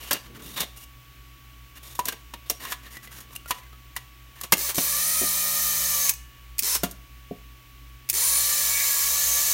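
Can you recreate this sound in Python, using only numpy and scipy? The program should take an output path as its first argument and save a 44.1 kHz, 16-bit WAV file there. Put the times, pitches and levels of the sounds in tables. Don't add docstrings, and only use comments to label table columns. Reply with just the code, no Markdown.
import sys
import numpy as np
from scipy import signal
from scipy.fft import rfft, irfft, next_fast_len
from scipy.io import wavfile
from scipy.ndimage import map_coordinates

SR = 44100
rng = np.random.default_rng(int(sys.argv[2]) if len(sys.argv) > 2 else 0)


def dump_mix(stems):
    frames = np.atleast_2d(stems).T
    limited = np.clip(frames, -1, 1)
    pcm = np.round(limited * 32767).astype(np.int16)
    wavfile.write(sys.argv[1], SR, pcm)


N = 420273
TIME = np.arange(N) / SR


def from_db(db):
    return 10 ** (np.asarray(db) / 20)


def rms_one(x):
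    return x / np.sqrt(np.mean(x ** 2) + 1e-20)


def cut(x, hz, kind, order=2):
    sos = signal.butter(order, np.clip(hz, 10, .45 * SR), kind, fs=SR, output="sos")
    return signal.sosfilt(sos, x + 1e-18)


def drift(rate):
    knots = rng.standard_normal(N // 20)
    return rms_one(map_coordinates(knots, [TIME * rate + 2], order=3, mode="nearest"))


def noise(spectrum):
    hz, db = np.transpose(spectrum)
    size = next_fast_len(N)
    bins = np.arange(size // 2 + 1) * SR / size
    colour = from_db(np.interp(np.log(bins + 1), np.log(hz), db))
    return rms_one(irfft(rfft(rng.standard_normal(size)) * colour, size)[:N])


def resonance(x, hz, width):
    r = np.exp(-np.pi * width / SR)
    feedback = [1, -2 * r * np.cos(2 * np.pi * hz / SR), r * r]
    return signal.lfilter(np.array([1, 0, -1]) * (1 - r * r) / 2, feedback, x + 1e-18)


def resonate(x, peaks):
    return x + sum(from_db(db) * resonance(x, hz, width) for hz, width, db in peaks)


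def diffuse(x, t60, top_hz, gap_s):
    t = TIME[:SR // 2]
    reflections = rng.standard_normal(len(t)) * from_db(-60 * t / t60) * (t > gap_s)
    tail = cut(reflections, top_hz, "low", order=1)
    return signal.fftconvolve(x, tail / np.sqrt(np.sum(tail ** 2)))[:N]


def swell(age, length, attack_s, release_s):
    return (1 - np.exp(-age / attack_s)) * np.exp(-np.maximum(age - length, 0) / release_s)


def decays(times, levels_db, t60s, rise=0.00077):
    power = np.zeros(N)
    for s, db, t60 in np.broadcast(times, levels_db, t60s):
        tail = power[int(s * SR):][:SR // 2]
        t = TIME[:len(tail)]
        tail += (from_db(db - 60 * t / t60) * (1 - np.exp(-t / rise))) ** 2
    return np.sqrt(power)


def mode(s, hz, db, t60):
    out = np.zeros(N)
    tail = out[int(s * SR):][:SR // 2]
    t = TIME[:len(tail)]
    tail += from_db(db - 60 * t / t60) * np.sin(2 * np.pi * hz * t)
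    return out


def workshop(air_db=-53, throb_hz=56.8):
    # (frequency [Hz], relative level [dB])
    air_colour = [(25, -16), (45, 13.5), (62, 19.5), (80, -4), (130, 10), (170, -9), (280, 2.5), (450, -10),
                  (800, -10.5), (1200, -7.5), (2800, -3), (4800, -12.5), (6000, -12), (9500, -18),
                  (15600, -8.5)]
    # (frequency [Hz], rms level [dB])
    bench_tones = [(60, -52.5), (123.8, -57), (1130, -61), (2261, -70.5), (3012, -71)]
    # (time [s], rms level [dB])
    throb_curve = [(0, -62), (4.5, -61), (5.8, -57), (6.4, -50), (7.3, -51), (9.5, -54)]
    air = noise(air_colour)
    air *= from_db(air_db) / np.std(cut(air, 300, "high", order=4))
    hum = sum(from_db(db) * np.sin(2 * np.pi * hz * TIME + 0.92 * drift(4.0)) for hz, db in bench_tones)
    throb = from_db(np.interp(TIME, *np.transpose(throb_curve))) * np.sin(2 * np.pi * throb_hz * TIME)
    return air + np.sqrt(2) * (hum + throb)


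def shell_bands():
    # (frequency [Hz], width [Hz], gain [dB])
    shell_peaks = [(1060, 240, 6.5), (1830, 370, -4), (2840, 70, 2.5), (4030, 2100, -1), (5660, 610, 1),
                   (6700, 570, 1), (8900, 660, -1.5), (12600, 3100, 0.5)]
    dense = resonate(rng.standard_normal(N), shell_peaks)
    bass = cut(dense, [170, 700], "band")
    mids = cut(dense, [750, 3500], "band", order=3)
    treble = cut(dense, 6400, "high")
    return rms_one(bass), rms_one(mids), rms_one(treble)


def rubbing(shell, grain_db=1.0, slip_db=2.0, bass_db=-7, edge_db=5, edge_width_hz=260):
    # (start [s], length [s], treble [dB], mids [dB], edge ring [Hz])
    strokes = [(0, 0.097, -44, -45, 3000), (0.131, 0.044, -52, -42.5, 2680), (0.24, 0.027, -54, -50, 1750),
               (0.345, 0.021, -48, -46, 1400), (0.392, 0.019, -51, -50, 1500),
               (0.418, 0.2, -46.5, -51, 3660), (0.559, 0.077, -39, -35.5, 3700),
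               (0.759, 0.08, -46.5, -54.5, 2870), (1.752, 0.029, -50, -50.5, 1800),
               (1.825, 0.11, -48, -53.5, 3600), (1.949, 0.0053, -35.5, -45, 3600),
               (2.068, 0.022, -36, -37.5, 3000), (2.456, 0.027, -53, -51, 3650),
               (2.598, 0.099, -43.5, -44, 1880), (2.7, .028, -36, -42, 1870),
               (2.828, 0.056, -54.5, -51, 1780), (2.903, 0.061, -46, -49.5, 1930),
               (3.025, 0.029, -43, -49, 1600), (3.106, 0.084, -46.5, -51, 1570),
               (3.201, 0.013, -42, -49, 1900), (3.313, 0.024, -51, -56, 1050),
               (3.349, 0.0068, -43, -50, 2780), (3.476, .028, -38, -47.5, 1900),
               (3.509, 0.006, -46, -35, 1860), (3.54, 0.059, -54, -56, 930),
               (4.353, 0.094, -54, -53.5, 1810)]
    # (middle [s], half length [s], level [dB])
    grips = [(0.423, 0.17, -48), (3.107, 0.35, -59.5)]
    bass, mids, treble = shell
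    body = mids + from_db(bass_db) * bass
    grains = rms_one(from_db(grain_db * drift(700) + slip_db * drift(90)))
    out = np.zeros(N)
    for s, length, treble_db, mids_db, edge_hz in strokes:
        on = slice(int(s * SR), int(s * SR) + SR // 3)
        pressure = grains[on] * swell(TIME[:SR // 3], length, attack_s=0.0043, release_s=0.01)
        scrape = pressure * (from_db(treble_db) * treble[on] + from_db(mids_db) * body[on])
        out[on] += resonate(scrape, [(edge_hz, edge_width_hz, edge_db)])
    grip = sum(from_db(db) * np.exp(-((TIME - s) / half) ** 2) for s, half, db in grips)
    return out + grip * rms_one(cut(bass, 250, "low"))


def taps(shell, per_s=26, softest_db=-61, spread_db=8, treble_db=-5, bass_db=-3, ring_db=-2,
         low_hz=1100, high_hz=2100):
    # (start [s], end [s])
    fumble = (2.75, 3.75)
    start, end = fumble
    bass, mids, treble = shell
    count = int(per_s * (end - start))
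    jitter, size, pitch = rng.random((count, 3)).T
    times = start + (np.arange(count) + jitter) / per_s
    levels = softest_db - spread_db * np.log(size)
    ring_hz = low_hz * (high_hz / low_hz) ** pitch
    plastic = mids + from_db(treble_db) * treble + from_db(bass_db) * bass
    rings = sum(mode(*ring, t60=0.11) for ring in zip(times, ring_hz, levels + ring_db))
    return plastic * decays(times, levels, t60s=0.029) + rings


def knocks(shell, crack_db=-7, treble_db=-11, mids_db=1, bass_db=2, rise_s=0.0024):
    # (time [s], level [dB], bass re level [dB], mids re level [dB],
    # ring [Hz], ring re mids [dB], clatter t60 [s])
    hits = [(0.1091, -9.5, -17, -10.5, 1646, -3, 0.11), (0.1302, -7, -21, -19.5, 4700, 9.5, 0.047),
            (0.5753, -31, -23, -7, 3500, 12, 0.065), (0.604, -11.5, -14, -17, 2940, -6, 0.064),
            (0.6294, -29.5, -4, -4, 3500, 2, 0.04), (1.9913, -16.5, -12, -8.5, 979, 11, 0.055),
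            (2.0547, -13, -16, -17.5, 4160, -1, 0.051), (2.0842, -12.5, -22, -13, 1610, -1.5, 0.055),
            (2.123, -24.5, -6, -6, 1590, -4, 0.059), (2.337, -28, -5, -2, 950, -5, 0.05),
            (2.4985, -8, -15, -16.5, 5630, 11, 0.068), (2.651, -26.5, -36, -3.5, 1070, -6, 0.042),
            (2.7205, -23.5, -37, -3.5, 1710, -0.5, 0.071), (3.3615, -20.5, -33, -23.5, 2810, 16.5, 0.018),
            (3.5071, -11, -25, -5, 1007, -4, 0.04), (3.964, -16, -24, -11, 1944, 3, 0.055),
            (4.412, -17.5, -28, -14.5, 1130, -6, 0.025), (4.434, -21, -11.5, -11, 1090, -25, 0.091),
            (4.5219, 1, -17, -10.5, 922, -10.5, 0.059), (4.53, -10.5, -13, -3.5, 2116, 1.5, 0.026),
            (4.536, -5, -21, -24, 2730, 15, 0.034), (4.6906, -19, -11.5, -11, 5440, -6, 0.14),
            (4.781, -12, -12, -7.5, 5930, -3, 0.05), (6.7502, -9, -20, -15.5, 5080, -14, 0.083),
            (6.8336, -11.5, -14, -13, 1406, -6, 0.093), (6.911, -24.5, -35, -31, 5230, -7, 0.06)]
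    s, level, bass_rel, mids_rel, ring_hz, ring_db, t60 = np.transpose(hits)
    bass, mids, treble = shell
    crack = treble * decays(s, level + crack_db, t60s=0.015, rise=0.00056)
    clatter = treble * decays(s, level + treble_db, t60, rise_s)
    clatter += mids * decays(s, level + mids_rel + mids_db, t60, rise_s)
    weight = bass * decays(s, level + bass_rel + bass_db, t60s=0.068, rise=0.011)
    graze = treble * decays(s - .009, np.minimum(level - 27, -46), t60s=.05)
    ring_t60 = 0.071 * np.minimum(1, 1200 / ring_hz)
    rings = sum(mode(*ring) for ring in zip(s, ring_hz, level + mids_rel + ring_db, ring_t60))
    return crack + clatter + weight + graze + rings


def thuds(modes_db=-9, push_db=-8):
    # (time [s], level [dB], contact cut-off [Hz], boom [Hz], boom re level [dB])
    blows = [(.111, -31.5, 1300, 574, 8.5), (4.527, -20.5, 495, 185, -1), (4.78, -18, 850, 164, -7.5),
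             (5.214, -25.5, 650, 383, 2), (5.232, -24, 650, 230, -18), (6.833, -15, 820, 173, -18),
             (7.31, -23.5, 680, 410, 0)]
    # (frequency [Hz], relative level [dB], t60 [s])
    body_modes = [(179, -0.5, 0.093), (211, 1, 0.056), (271, 1.5, 0.098), (412.5, -1, 0.047),
                  (480, -10, 0.098), (580, 6.5, 0.018), (704, 1.5, 0.086), (1090, -17.5, 0.093)]
    dull_noise = noise([(90, -36), (190, 7), (600, -8.5), (1500, -6.5), (8000, -8)])
    out = np.zeros(N)
    for s, db, contact_hz, boom_hz, boom_db in blows:
        body = sum((-1) ** k * mode(s, hz, db + modes_db + level + rng.normal(0, 1), t60)
                   for k, (hz, level, t60) in enumerate(body_modes))
        boom = mode(s, boom_hz, db + boom_db, t60=0.056)
        push = dull_noise * decays(s, db + push_db, t60s=0.14)
        out += cut(body + boom + push, contact_hz, "low", order=3)
    return out


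def ticks(crack_db=-4, sizzle_db=-11, ring_hz=2520, ring_db=-22):
    # (time [s], level [dB])
    snaps = [(6.0932, -4.5), (6.137, -23.5), (6.5822, -16.5), (6.5912, -6.5), (8.0895, -17.5), (8.098, -5)]
    s, level = np.transpose(snaps)
    steel = noise([(200, -14), (1300, -18), (2000, -0.5), (4000, -2.5), (5500, 4.5), (9000, 4),
                   (14000, 7.5)])
    crack = decays(s, level + crack_db, t60s=0.015, rise=0.00051)
    sizzle = decays(s, level + sizzle_db, t60s=0.067)
    rings = sum(mode(at, ring_hz, db + ring_db, t60=0.038) for at, db in snaps)
    return steel * (crack + sizzle) + rings


def spring(at_s=6.095):
    # (frequency [Hz], level [dB], t60 [s])
    spring_modes = [(1750, -55, 1.55), (2880, -54.5, 1.5)]
    return sum(mode(at_s, *ring) for ring in spring_modes)


def wander(age, rate):
    return np.interp(age * rate, np.arange(2000), rng.standard_normal(2000))


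def gear_whine(age, mesh_hz, level_db, rotor_db, tilt_db, full_hz=1196, rotor_ratio=.15, growl_db=-5):
    # (multiple of the mesh rate, relative level [dB], phase wander [rad])
    orders = [(.45, -12.5, 0.13), (.5, -13.5, 0.13), (0.584, -14.5, 0.58), (1, -1, 0.34),
              (1.065, -9.5, 0.96), (1.5, 0, 1.22), (1.901, -12.5, 1.2), (2, -3.5, 0.82), (2.5, -3.5, 0.87)]
    unsteady = .002 + .25 * np.exp(-age / .08)
    phase = 2 * np.pi * np.cumsum(mesh_hz * (1 + unsteady * wander(age, 298.4))) / SR
    tones = from_db(rotor_db) * np.sin(rotor_ratio * phase)
    for multiple, db, loose in orders:
        load_db = tilt_db * max(np.log2(multiple), 0)
        gain = from_db(db + load_db + 3.14 * wander(age, 34.96))
        tones += gain * np.sin(multiple * phase + loose * wander(age, 110))
    speed_db = 5 * np.log2(mesh_hz / full_hz)
    engaged = 1 - np.exp(-age / .09)
    growl = from_db(growl_db) * np.exp(-age / 0.074) * np.sin(phase / 2)
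    return from_db(level_db) * (from_db(speed_db) * engaged * tones + growl)


def gear_chatter(age, level_db, bounce_hz=94, settle_s=0.021, grain_db=0.5, attack_s=0.001):
    pulses = 1.8 * np.exp(-4 * (age * bounce_hz % 1))
    bounce = 1 + np.exp(-age / settle_s) * (pulses - 1)
    return from_db(level_db + grain_db * wander(age, 610)) * (1 - np.exp(-age / attack_s)) * bounce


def housing(gears, age, wander_db=6, wanders_per_s=8.9):
    # (frequency [Hz], width [Hz], gain [dB], strongest after the start [s], half length [s])
    housing_peaks = [(2285, 95, -0.5, 0.54, 1), (4300, 156, -3, 0.63, 1.5), (6100, 83, 1.5, .2, 0.63),
                     (6460, 370, 2, 1.3, 0.27), (9600, 590, -0.5, .28, .33), (14300, 900, -8, 1.1, 0.39)]
    out = np.zeros(len(age))
    for hz, width, db, at, span in housing_peaks:
        gain = from_db(db + wander_db * wander(age, wanders_per_s)) * np.exp(-((age - at) / span) ** 2)
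        out += resonance(gears * gain, hz, width)
    return out


def motor(run, rattle, start_lag=.42, spin_up_s=.045, coast_s=0.086, fade_t60=0.095, panel_width_hz=220):
    # (time [s], rate [Hz])
    mesh_curves = [
        [(4.91, 1150), (5.0, 1207), (5.14, 1265), (5.3, 1203), (5.48, 1227), (5.9, 1190), (6.04, 1152),
         (6.1, 1106)],
        [(8.22, 1089), (8.4, 1148), (8.56, 1187), (8.72, 1126), (9.03, 1114), (9.22, 1165), (9.32, 1128),
         (9.4, 1169), (9.54, 1118)],
    ]
    start, stop, rattle_db, whine_db, rotor_db, tilt_db, panel_hz, panel_db = run
    on = (TIME >= start) & (TIME < stop + fade_t60)
    age, coasting = TIME[on] - start, np.maximum(TIME[on] - stop, 0)
    allowed_hz = np.interp(TIME[on], *np.concatenate(mesh_curves).T)
    mesh_hz = allowed_hz * (1 - start_lag * np.exp(-age / spin_up_s)) * np.exp(-coasting / coast_s)
    whine = gear_whine(age, mesh_hz, whine_db, rotor_db, tilt_db)
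    teeth = gear_chatter(age, rattle_db) * rattle[on]
    gears = (teeth + whine) * from_db(-60 * coasting / fade_t60)
    out = np.zeros(N)
    out[on] = resonate(gears, [(panel_hz, panel_width_hz, panel_db)]) + housing(gears, age)
    return out


def drive(casing_db=-8):
    # (frequency [Hz], relative level [dB])
    teeth_colour = [(100, -25), (400, -20.5), (650, -20.5), (880, -11.5), (1150, -7), (1480, -13.5),
                    (1750, -7.5), (2400, -8), (3200, -7.5), (3800, -1.5), (4800, -3), (6000, 2), (8000, 0),
                    (15500, 2)]
    # (power on [s], power off [s], rattle [dB], whine [dB], rotor re whine [dB],
    # tilt of the upper tones [dB/octave], buzzing panel [Hz], panel gain [dB])
    runs = [(4.57, 4.706, -28, -40, -20, -2, 15180, 6), (4.745, 6.101, -25, -39.5, -11, -4.5, 12000, 0),
            (6.623, 6.761, -24.5, -40, -20, 0, 5370, 5), (8.129, 9.6, -23.5, -40, -16.5, -3, 7220, -3)]
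    teeth = cut(noise(teeth_colour), 16500, "low", order=8)
    casing = from_db(casing_db) * diffuse(teeth, t60=0.038, top_hz=12100, gap_s=0.00073)
    rattle = rms_one(teeth + casing)
    return sum(motor(run, rattle) for run in runs)


def scene(room_db=-18.5):
    shell = shell_bands()
    camera = knocks(shell) + ticks() + thuds() + rubbing(shell) + taps(shell) + drive() + spring()
    room = from_db(room_db) * diffuse(camera, t60=0.37, top_hz=8150, gap_s=0.012)
    return np.tile(camera + room + workshop(), (2, 1))


def record(dry, cutoff_hz=15900):
    low_pass = signal.ellip(12, .1, 70, cutoff_hz, fs=SR, output="sos")
    return signal.sosfilt(low_pass, np.clip(dry, -1, 1))


dry = scene()
out = record(dry)
dump_mix(out)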